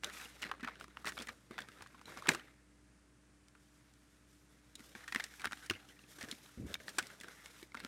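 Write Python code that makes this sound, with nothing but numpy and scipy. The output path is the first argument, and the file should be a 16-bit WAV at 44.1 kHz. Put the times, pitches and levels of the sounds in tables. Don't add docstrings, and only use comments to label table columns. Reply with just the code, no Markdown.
import sys
import numpy as np
from scipy import signal
from scipy.fft import rfft, irfft, next_fast_len
from scipy.io import wavfile
from scipy.ndimage import uniform_filter1d, map_coordinates

SR = 44100
rng = np.random.default_rng(int(sys.argv[2]) if len(sys.argv) > 2 else 0)


def dump_mix(stems):
    frames = np.atleast_2d(stems).T
    limited = np.clip(frames, -1, 1)
    pcm = np.round(limited * 32767).astype(np.int16)
    wavfile.write(sys.argv[1], SR, pcm)


N = 347463


def amp(db):
    return 10 ** (np.asarray(db) / 20)


def unit(x):
    return x / np.sqrt(np.mean(x ** 2) + 1e-20)


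def along(points, hz):
    f, v = np.transpose(points)
    return np.interp(np.log(hz + 1), np.log(f + 1), v)


def wobble(rate):
    knots = rng.standard_normal(int(N * rate / SR) + 4)
    return map_coordinates(knots, [np.arange(N) * rate / SR])


def filtered(x, response):
    m = next_fast_len(N + SR // 2)
    return irfft(rfft(x, m) * response(np.fft.rfftfreq(m, 1 / SR)), m)[..., :N]


def coloured(x, spectrum):
    lowest, highest = spectrum[0][0], spectrum[-1][0]

    def response(hz):
        outside = (hz > highest) | (hz < lowest)
        return amp(along(spectrum, hz) - 60 * outside)

    return unit(filtered(x, response))


def peak(rows):
    power = uniform_filter1d(rows ** 2, 66, axis=1).max(axis=1, keepdims=True)
    return rows / np.sqrt(2 * power)


def swell(start, rise, hold, fade):
    t = np.arange(N) / SR - start
    fading = np.maximum(t - rise - abs(hold), 0)
    return np.clip(t / rise, 0, 1) ** 2 * amp(-20 * fading / abs(fade))


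# pitch_hz, level_db (rms, before a slow wobble)
HUM_TONES = [(123.8, -76), (193.8, -78.5), (296.1, -73.5), (629.8, -89)]
# time_s, level_db (rms)
DEEP_HUM_LEVEL = [(0, -65.5), (1.2, -64), (1.5, -70.5), (2.8, -66.5), (3.5, -69.5), (5.5, -67), (6.5, -73),
                  (7.1, -73.5), (7.88, -66)]
# (per Hz, relative)
ROOM_NOISE_SPECTRUM = [(25, -30), (45, -12), (70, -10.5), (95, -10), (125, -7), (200, -10.5), (320, -12.5),
                       (677, -24), (1610, -20), (3520, -30), (9320, -29), (16000, -55.5)]
DEEP_HUM_HZ = 59.4
ROOM_NOISE_DB = -69.5


def background():
    t = np.arange(N) / SR
    hum = np.zeros(N)
    for hz, db in HUM_TONES:
        level = np.sqrt(2) * amp(db + .8 * wobble(0.68))
        hum += level * np.sin(2 * np.pi * hz * t + hz / 400 * wobble(2.2))
    time_s, level_db = np.transpose(DEEP_HUM_LEVEL)
    deep_level = np.sqrt(2) * amp(np.interp(t, time_s, level_db))
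    hum += deep_level * np.sin(2 * np.pi * DEEP_HUM_HZ * t + .3 * wobble(3))
    noise = coloured(rng.standard_normal(N), ROOM_NOISE_SPECTRUM)
    return hum + amp(ROOM_NOISE_DB + 0.27 * wobble(5.6)) * noise


# start_s, hold_s (sign ignored; part goes into the rise),
# fade_s (per 20 dB, sign ignored), scrape_db, hiss_db (glossy face), drag_db (floor rumble)
SLIDE_STROKES = [(0.014, .035, .07, -54, -64, -58.5), (0.072, .02, 0.1, -56, -61.5, -62.5),
                 (0.1, .05, 0.16, -60, -59, -82), (0.154, .07, 0.24, -54.5, -59, -77.5),
                 (0.3, .03, 0.2, -64.5, -69, -67), (0.369, .03, 0.17, -63, -67, -72),
                 (0.405, .035, 0.05, -50, -65, -56), (0.476, .02, 0.12, -58, -85, -57),
                 (0.62, .02, 0.35, -58.5, -75, -64), (0.789, .02, 0.04, -61, -66, -63.5),
                 (0.871, .08, 0.3, -70, -80, -78), (0.959, .07, 0.36, -64, -71.5, -73),
                 (1.048, .01, -0.0457, -43, -52, -49.5), (1.1, .05, 0.32, -66, -62, -60),
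                 (1.18, .01, -0.08, -50, -74, -55), (1.265, .01, 0.06, -55.5, -69, -57),
                 (1.496, .005, 0.3, -61, -73, -60.5), (1.58, .01, 0.29, -59, -69, -76),
                 (1.652, .1, 0.75, -65, -72, -71), (2.043, .08, 0.25, -58.5, -65, -62),
                 (2.15, .03, 0.02, -59, -64, -65), (2.21, .05, 0.12, -60, -69.5, -63.5),
                 (2.269, .03, 0.04, -44, -50, -42.5), (2.337, .01, 0.21, -57, -67, -64),
                 (3.471, .72, .2, -84, -79, -98), (3.766, .08, 0.57, -76.5, -94, -96),
                 (4.26, .04, 0.49, -84, -73.5, -88), (4.401, 0.38, 0.05, -77, -79.5, -78),
                 (4.76, .1, 0.24, -68, -66, -71.5), (4.94, .01, 0.21, -56.5, -63.5, -75),
                 (4.999, .35, 0.44, -68, -64.5, -78), (5.125, .03, 0.22, -53.5, -87.5, -65),
                 (5.375, .04, .03, -57.5, -71, -70.5), (5.431, .015, 0.0136, -46, -70, -56.5),
                 (5.476, .17, 0.06, -61, -64, -78), (5.699, .01, 0.25, -58, -66, -66),
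                 (5.8, .2, 0.6, -69.5, -70.5, -77), (6.051, .13, .1, -67.5, -62.5, -69),
                 (6.195, .02, 0.2, -58, -61.5, -56), (6.268, .06, 0.3, -66, -63.5, -86),
                 (6.39, .09, -0.06, -73, -67, -79), (6.48, .11, 0.3, -70, -69, -75),
                 (6.637, .09, 0.03, -61, -62.5, -61), (6.771, .06, -0.2, -67, -69, -65),
                 (6.848, .02, -0.37, -61, -60.5, -62.5), (6.918, 0.043, -0.8, -70, -66, -70),
                 (6.977, .01, 0.16, -58, -65, -60), (7.025, .06, -0.28, -65, -79, -82),
                 (7.218, .03, 0.17, -60, -69, -64.5), (7.27, .12, 0.15, -64, -66.5, -83),
                 (7.379, .22, 0.13, -63.5, -64.5, -73), (7.739, .05, 0.14, -60, -71, -62.5),
                 (7.814, .03, -0.36, -60, -67.5, -61)]
GRIP_S, RISE_SHARE_OF_HOLD = 0.018, .2


def strokes():
    power = 0
    for start, hold, fade, *levels_db in SLIDE_STROKES:
        rise = GRIP_S + RISE_SHARE_OF_HOLD * abs(hold)
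        shape = swell(start, rise, (1 - RISE_SHARE_OF_HOLD) * hold, fade)
        power = power + (amp(levels_db)[:, None] * shape) ** 2
    return np.sqrt(power)


def streaky(x, depth_db):
    bands = signal.stft(x, nperseg=256)[2]
    field = uniform_filter1d(rng.standard_normal(bands.shape), size=2, axis=0)
    field = uniform_filter1d(field, size=14, axis=1)
    return signal.istft(bands * amp(depth_db * unit(field)), nperseg=256)[1][:N]


# (per Hz, relative)
SCRAPE_SPECTRUM = [(290, -46.5), (500, 2.5), (543, -18.5), (750, 1), (1020, -1.5), (1390, 5), (2120, 3),
                   (2840, -4.5), (3080, -7.5), (3880, -4), (4390, -10), (6000, -18.5), (7800, -41),
                   (13200, -120)]
# (per Hz, relative)
GLOSS_SPECTRUM = [(2060, -13.5), (3500, -5.5), (4240, -10.5), (5220, -6), (12200, -12), (14700, -19.5),
                  (16000, -29.5)]
# (per Hz, relative)
DRAG_SPECTRUM = [(90, -24.5), (150, -4), (250, -7), (400, -5.5), (700, -10.5)]


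def sliding():
    scrape, hiss, drag = strokes()
    clumps = wobble(45)
    catches = unit((rng.random(N) < .03) * rng.standard_normal(N))

    def rub(grain, depth_db):
        rubbing = rng.standard_normal(N) + grain * catches
        return rubbing * amp(depth_db * clumps + 1.5 * wobble(120))

    card = scrape * coloured(streaky(rub(.7, 1.3), depth_db=3.2), SCRAPE_SPECTRUM)
    face = hiss * coloured(streaky(rub(.35, 1.2), depth_db=1.5), GLOSS_SPECTRUM)
    floor = drag * coloured(rub(.9, 3), DRAG_SPECTRUM)
    return card + face + floor


TICK_OVER_SCRAPE_DB, TICK_HZ, TICK_T60_MS = 6.5, 1900, 14
TICK_SNAP_DB, TICK_THUD_DB = -15.5, -12


def ticks(count):
    scrape = strokes()[0] + 1e-9
    busy = np.cumsum(np.sqrt(scrape))
    at = np.searchsorted(busy, rng.random(count) * busy[-1])
    luck = rng.standard_normal((count, 4))
    level_db = 20 * np.log10(scrape[at]) + TICK_OVER_SCRAPE_DB + 3 * luck[:, 0]
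    pitch_hz = TICK_HZ * np.exp(0.098 * luck[:, 1])
    snap_db = TICK_SNAP_DB + 7 * luck[:, 2]
    thud_db = TICK_THUD_DB + 6 * luck[:, 3]
    return np.transpose([at / SR, level_db, pitch_hz, snap_db, thud_db, np.full(count, TICK_T60_MS)])


# blow_s, level_db (peak of the card's ring), pitch_hz (before the mode ratios),
# snap_db (over the card), thud_db (over the card, before a 6 dB cut), chatter_t60_ms (before limits and scaling)
EDGE_TAPS = [(0.0357, -32, 1850, -14.5, -16, 20.5), (0.0447, -28, 3512, -4, -26, 15.5),
             (0.0714, -48, 1860, -8, -17, 32), (0.0985, -42, 1790, -7, -14, 23.4),
             (0.2133, -46.5, 2540, -1.5, -2, 25), (0.2563, -45, 2770, -20.5, -3, 34),
             (0.4204, -46.5, 1580, 6.5, -5.5, 15), (0.425, -36, 2857, -11.5, -24, 34.7),
             (0.4308, -33.5, 2336, -17, -24, 12.8), (0.4396, -34, 1950, -17.5, -18.5, 10.3),
             (0.45, -39.5, 1590, -15.5, -6, 11), (0.4663, -39.5, 1840, -20, -19, 17),
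             (0.4902, -49, 1750, -9, -16, 30), (0.4956, -45.5, 1195, -18, -18, 14),
             (0.5148, -28.5, 1199, -42, -24, 20.3), (0.5392, -42, 1195, -30, -24.5, 6.5),
             (0.5495, -52, 1130, -27, -16, 22), (0.5805, -57, 1720, -22.5, -22, 13),
             (0.5976, -50, 1340, -22.5, 3, 29.5), (0.6082, -50, 1940, -7.5, -2, 50),
             (0.6306, -41, 1800, -15, 4.5, 25), (0.6346, -36, 1690, -27, -2, 80),
             (0.6467, -35.5, 1760, -17, 0, 22), (0.6754, -32.5, 1360, -41, -19, 18.5),
             (0.6846, -36, 1070, -34, -24, 21), (0.695, -46, 1500, -24, -22, 15),
             (0.7083, -49, 1800, -23, -10, 25), (0.756, -50.5, 1570, -9, -16, 12),
             (0.7993, -51.5, 1790, 0, 3, 30), (0.811, -38, 1440, -18.5, -26.5, 8),
             (0.8422, -44, 1254, -7, -8.5, 25), (0.8814, -53.5, 1240, -6, 3, 20),
             (0.9712, -36, 1280, -40, -20, 15.5), (1.0461, -36, 1190, -15.5, -23, 16),
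             (1.0556, -39, 2020, -4.5, -1, 29), (1.0633, -37.5, 1750, -12, -11, 28.6),
             (1.0721, -32, 1977, -14, -32, 18), (1.0814, -37, 1190, -3.5, -24, 75),
             (1.09, -38.5, 1840, -2, -23, 82), (1.1216, -41, 1670, -7, -7, 21),
             (1.1708, -41.5, 1520, -15, -9.5, 18), (1.1773, -36.5, 1680, -21.5, -16, 15),
             (1.1888, -38, 3290, -8.5, -7.5, 14), (1.2011, -41.5, 3360, -13, 0, 20),
             (1.2116, -43.5, 1500, -5, 2, 11), (1.222, -47, 1750, 6.5, -3, 64.3),
             (1.2719, -43, 1830, -3.5, -12, 21), (1.2863, -39, 1730, -8, -12, 26.7),
             (1.2901, -34.5, 1710, -17.5, -12, 35.9), (1.5101, -47, 1120, -9.5, 12.5, 21),
             (1.581, -35, 1490, -28, -31, 13.6), (1.5878, -33, 1610, -16, -15.5, 31),
             (1.6048, -43.5, 1800, -5, -1, 23), (1.6199, -43, 3300, -12, -21, 13),
             (1.6869, -44.5, 1540, -9, -3.5, 17), (1.8081, -47.5, 1150, -21, 0.5, 23.4),
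             (1.8226, -45, 1153, -2, -27, 31), (1.8622, -46, 1190, -20.5, -26, 26),
             (1.9458, -51.5, 1080, -19, 1.5, 42), (1.994, -53, 1440, -8, -1, 16),
             (2.0143, -47.5, 1160, -9, -8.5, 17), (2.0567, -46.5, 3950, -18, -4, 17),
             (2.0811, -45.5, 1010, -22, -.6, 18), (2.0901, -51, 1180, -27, -10, 41),
             (2.1215, -49.5, 1090, -9, -15, 50), (2.1729, -40.5, 1080, -8, -7, 37),
             (2.2234, -39, 1120, -12, -20, 19), (2.2579, -40, 1430, -20, -17, 11),
             (2.2617, -36.5, 1320, -28, -23.5, 37.6), (2.2719, -33.5, 1520, -8, -22, 19.4),
             (2.2863, -24, 2300, -14.5, 0, 25), (2.2904, -16.5, 2090, -0.5, -6, 16.2),
             (2.2974, -35.5, 910, -10, -2, 58), (2.3176, -32.5, 2030, -13, -19.5, 23),
             (2.336, -37.5, 1450, -5, 0, 53), (2.3482, -34, 1180, -3, -2, 26.5),
             (2.3579, -43, 1500, -14, 3.5, 6.8), (2.3962, -48.5, 3020, -8, -11, 9),
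             (2.4808, -57.5, 1796, -24.5, -11.5, 23.6), (3.4839, -64, 2118, 7.5, -2.5, 19),
             (3.5517, -56, 1350, -12, -19.5, 40), (3.9384, -70, 1590, 8.5, -9, 20),
             (4.7548, -48.5, 3717, 5, -6, 32.4), (4.7946, -53.5, 1070, -1, 0, 17),
             (4.8053, -52.5, 1422, -2, 8.5, 17), (4.9515, -40.5, 1640, -14, -5, 18),
             (4.9584, -50.5, 1510, -10, 8, 5.5), (5.0413, -47, 1840, -10, -11, 32),
             (5.0795, -39.5, 1790, -8.5, -27, 71), (5.1238, -32, 1883, -10, -15, 24.4),
             (5.148, -27, 1830, -8.5, -13, 17), (5.1602, -23, 1970, -13, -6.5, 19.6),
             (5.1988, -31.5, 1880, -11, -47, 26.4), (5.2055, -32.5, 2030, -21, -29, 14.7),
             (5.2323, -47, 1780, -20, -27.5, 56), (5.2406, -43, 1820, 9, -17, 27.6),
             (5.339, -52, 1500, -3, -8, 10), (5.397, -44.5, 2350, -5, -9, 26.4),
             (5.4182, -43, 1517, -3.5, -24, 23), (5.4395, -43, 1440, -24, -10, 20),
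             (5.4446, -27, 1460, -14.5, -29, 4.8), (5.4562, -26, 1620, -8, -13.5, 7.9),
             (5.4708, -35, 1700, -19, -4, 18), (5.4743, -43, 2160, -8, -17.5, 17.5),
             (5.512, -42, 1600, -14, -8, 14), (5.5219, -37.5, 1380, -5.5, -26.5, 22),
             (5.5311, -32, 1760, -25, -11.5, 11), (5.6256, -53, 1870, -12, -6, 6.6),
             (5.6623, -56, 1790, 8.5, -11, 45), (5.6991, -24.5, 2770, -7.5, -9, 19.6),
             (5.7095, -30.5, 1590, -6.5, 3.5, 22), (5.736, -43.5, 2600, -23, -23, 42),
             (5.7518, -45, 2800, -26, -2, 24), (5.8875, -55, 3000, -4, -1, 62),
             (5.9916, -53, 2660, -24, -4, 8.8), (6.0391, -55, 2580, -16.5, 4, 9.6),
             (6.1865, -48, 1610, -3.5, 1, 74), (6.2113, -41, 1900, -5, -21, 51.7),
             (6.2287, -46.5, 2480, 6, -3, 13.4), (6.238, -46.5, 1800, -11, 10.5, 31),
             (6.2458, -47, 1790, -4.5, -4, 17), (6.2868, -46.5, 1670, -2.5, -17.5, 46.7),
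             (6.3138, -37.5, 3993, 2, -22, 26), (6.3257, -43, 2050, -6, 6, 12),
             (6.4617, -51, 1810, -14, -17, 5.9), (6.7315, -55, 3940, 4, -2, 13),
             (6.7421, -28.5, 3550, -20, -17, 10.3), (6.7533, -37.5, 2240, -30, -18, 11),
             (6.8018, -49.5, 1620, -20, -1, 27), (6.8818, -34.5, 1743, -39, -26, 5.7),
             (6.8911, -49, 1740, 5.5, -13, 100), (6.9853, -24.5, 1525, -1, -8, 48),
             (7.0267, -43, 2540, -3.5, -2, 17), (7.0693, -59.5, 1460, 15, 7, 35),
             (7.102, -47.5, 1530, -10, -21, 39), (7.1491, -54.5, 1420, -32, -8, 14),
             (7.2018, -51, 3500, 1.5, -6, 19.3), (7.2115, -45.5, 1967, -0.5, -5, 36),
             (7.2353, -43.5, 1675, -7.5, -18, 21), (7.2437, -44, 1550, -17, -2, 12.3),
             (7.2843, -44, 1550, -6, -12, 14), (7.4597, -44, 2180, 0.5, -30, 8.6),
             (7.6288, -51, 2220, 2, 11, 18), (7.72, -51, 2110, -17, -6, 11),
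             (7.7457, -36, 1350, -14, -24, 27), (7.7507, -36.5, 1392, -11, -5.5, 8.6),
             (7.7721, -39, 2040, -18, -7, 16), (7.7957, -51.5, 1900, -2.5, -14, 17),
             (7.8024, -40.5, 2010, -8, -12, 25), (7.8488, -38, 1316, -3.5, 3.5, 5.1)]
# pitch_ratio, level_db (before chance), t60_ms (for a blow at -43 dB)
CARD_MODES = [(1.015, 5, 9.4), (1.346, -7.5, 8), (1.7, -6.5, 3.6), (2.1, -19, 13), (0.21, -7.5, 0.83)]
# (per Hz, relative)
SNAP_SPECTRUM = [(500, -24), (1300, -7), (2500, 0.5), (4500, 5), (6500, 2), (9000, 1.5), (12000, -11.5),
                 (16000, -12.5)]
# freq_hz, level_db (before chance), t60_ms
THUD_MODES = [(94.74, -15.5, 160), (205.2, -6.5, 13), (250, 13, 26), (341, 5.5, 27), (410, -10.5, 22)]
RISE_MS, RISE_SHARE = 1.105, .04
RADIATES_HZ = 950


def taps():
    rows = np.vstack([EDGE_TAPS, ticks(count=45)])
    blow_s, level_db, pitch_hz, snap_db, thud_db, t60 = rows.T[:, :, None]
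    count = len(rows)
    ms = np.arange(3072) / SR * 1000
    t60 = np.clip(t60, 4, 70)
    rise = RISE_MS + RISE_SHARE * t60

    blow_db = 5.4 * np.exp(-((ms - rise) / 0.17) ** 2)
    spikes = amp(3.26 * rng.standard_normal((count, len(ms))) + blow_db)

    def chatter(fade_ms):
        press = np.clip(ms / rise, 0, 1) ** 2 * amp(-60 * np.maximum(ms - rise, 0) / fade_ms)
        return rng.standard_normal((count, len(ms))) * spikes * press

    damping = amp(0.13 * (level_db + 43))
    ring = 0
    for ratio, mode_db, decay_ms in CARD_MODES:
        luck_db = 2.3 * rng.standard_normal((count, 1))
        envelope = amp(mode_db + luck_db - 60 * damping * ms / decay_ms)
        ring = ring + envelope * np.sin(2 * np.pi * ratio * pitch_hz * ms / 1000)
    radiation = signal.butter(2, RADIATES_HZ, "highpass", fs=SR, output="sos")
    ring = signal.sosfilt(radiation, ring)
    card = peak(signal.fftconvolve(chatter(1.18 * t60), ring, axes=1)[:, :len(ms)])

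    treble = amp(along(SNAP_SPECTRUM, np.fft.rfftfreq(len(ms), 1 / SR)))
    snap = peak(irfft(rfft(chatter(0.75 * t60)) * treble))

    thud = 0
    for hz, mode_db, decay_ms in THUD_MODES:
        luck_db = 9.7 * rng.standard_normal((count, 1))
        thud = thud + amp(mode_db + luck_db - 60 * ms / decay_ms) * np.sin(2 * np.pi * hz * ms / 1000)
    polarity = np.sign(rng.standard_normal((count, 1)))
    thud = peak(thud * polarity * (1 - np.exp(-ms / (rise + 3.7))))

    sounds = amp(level_db) * (card + amp(snap_db) * snap + amp(thud_db - 6) * thud)
    at = np.round(np.abs(blow_s - rise / 1000) * SR).astype(int) + np.arange(len(ms))
    return np.bincount(at.ravel(), sounds.ravel(), N + len(ms))[:N]


# freq_hz, t60_s
ROOM_DECAY = [(150, 0.23), (1500, 0.1), (10000, 0.11)]


def room(x):
    hz, t, bands = signal.stft(rng.standard_normal(SR // 2), SR, nperseg=256)
    decay = amp(-60 * t / along(ROOM_DECAY, hz)[:, None])
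    tail = signal.istft(bands * decay, SR, nperseg=256)[1]
    return signal.fftconvolve(np.pad(x, (200, 0)), tail / np.linalg.norm(tail))[:N]


# (per Hz, relative)
PUFF_SPECTRUM = [(25, -31), (45, -8), (75, 4.5), (110, -10), (200, -4.5), (350, -14.5), (500, -21),
                 (800, -37)]


def puff():
    lumpy = rng.standard_normal(N) * amp(2.1 * wobble(55))
    gust = swell(start=6.572, rise=0.0044, hold=0.057, fade=0.118)
    return amp(-43) * gust * coloured(lumpy, PUFF_SPECTRUM)


def scene():
    pieces = taps() + sliding()
    echo = amp(-19.5) * room(pieces)
    return (pieces + echo + puff() + background())[None]


def record(dry):
    corner_hz, top_hz = 45, 15900

    def response(hz):
        bass = (1j * hz / (1j * hz + corner_hz)) ** 2
        return bass * (hz < top_hz)

    return filtered(dry, response)


dry = scene()
out = record(dry)
dump_mix(out)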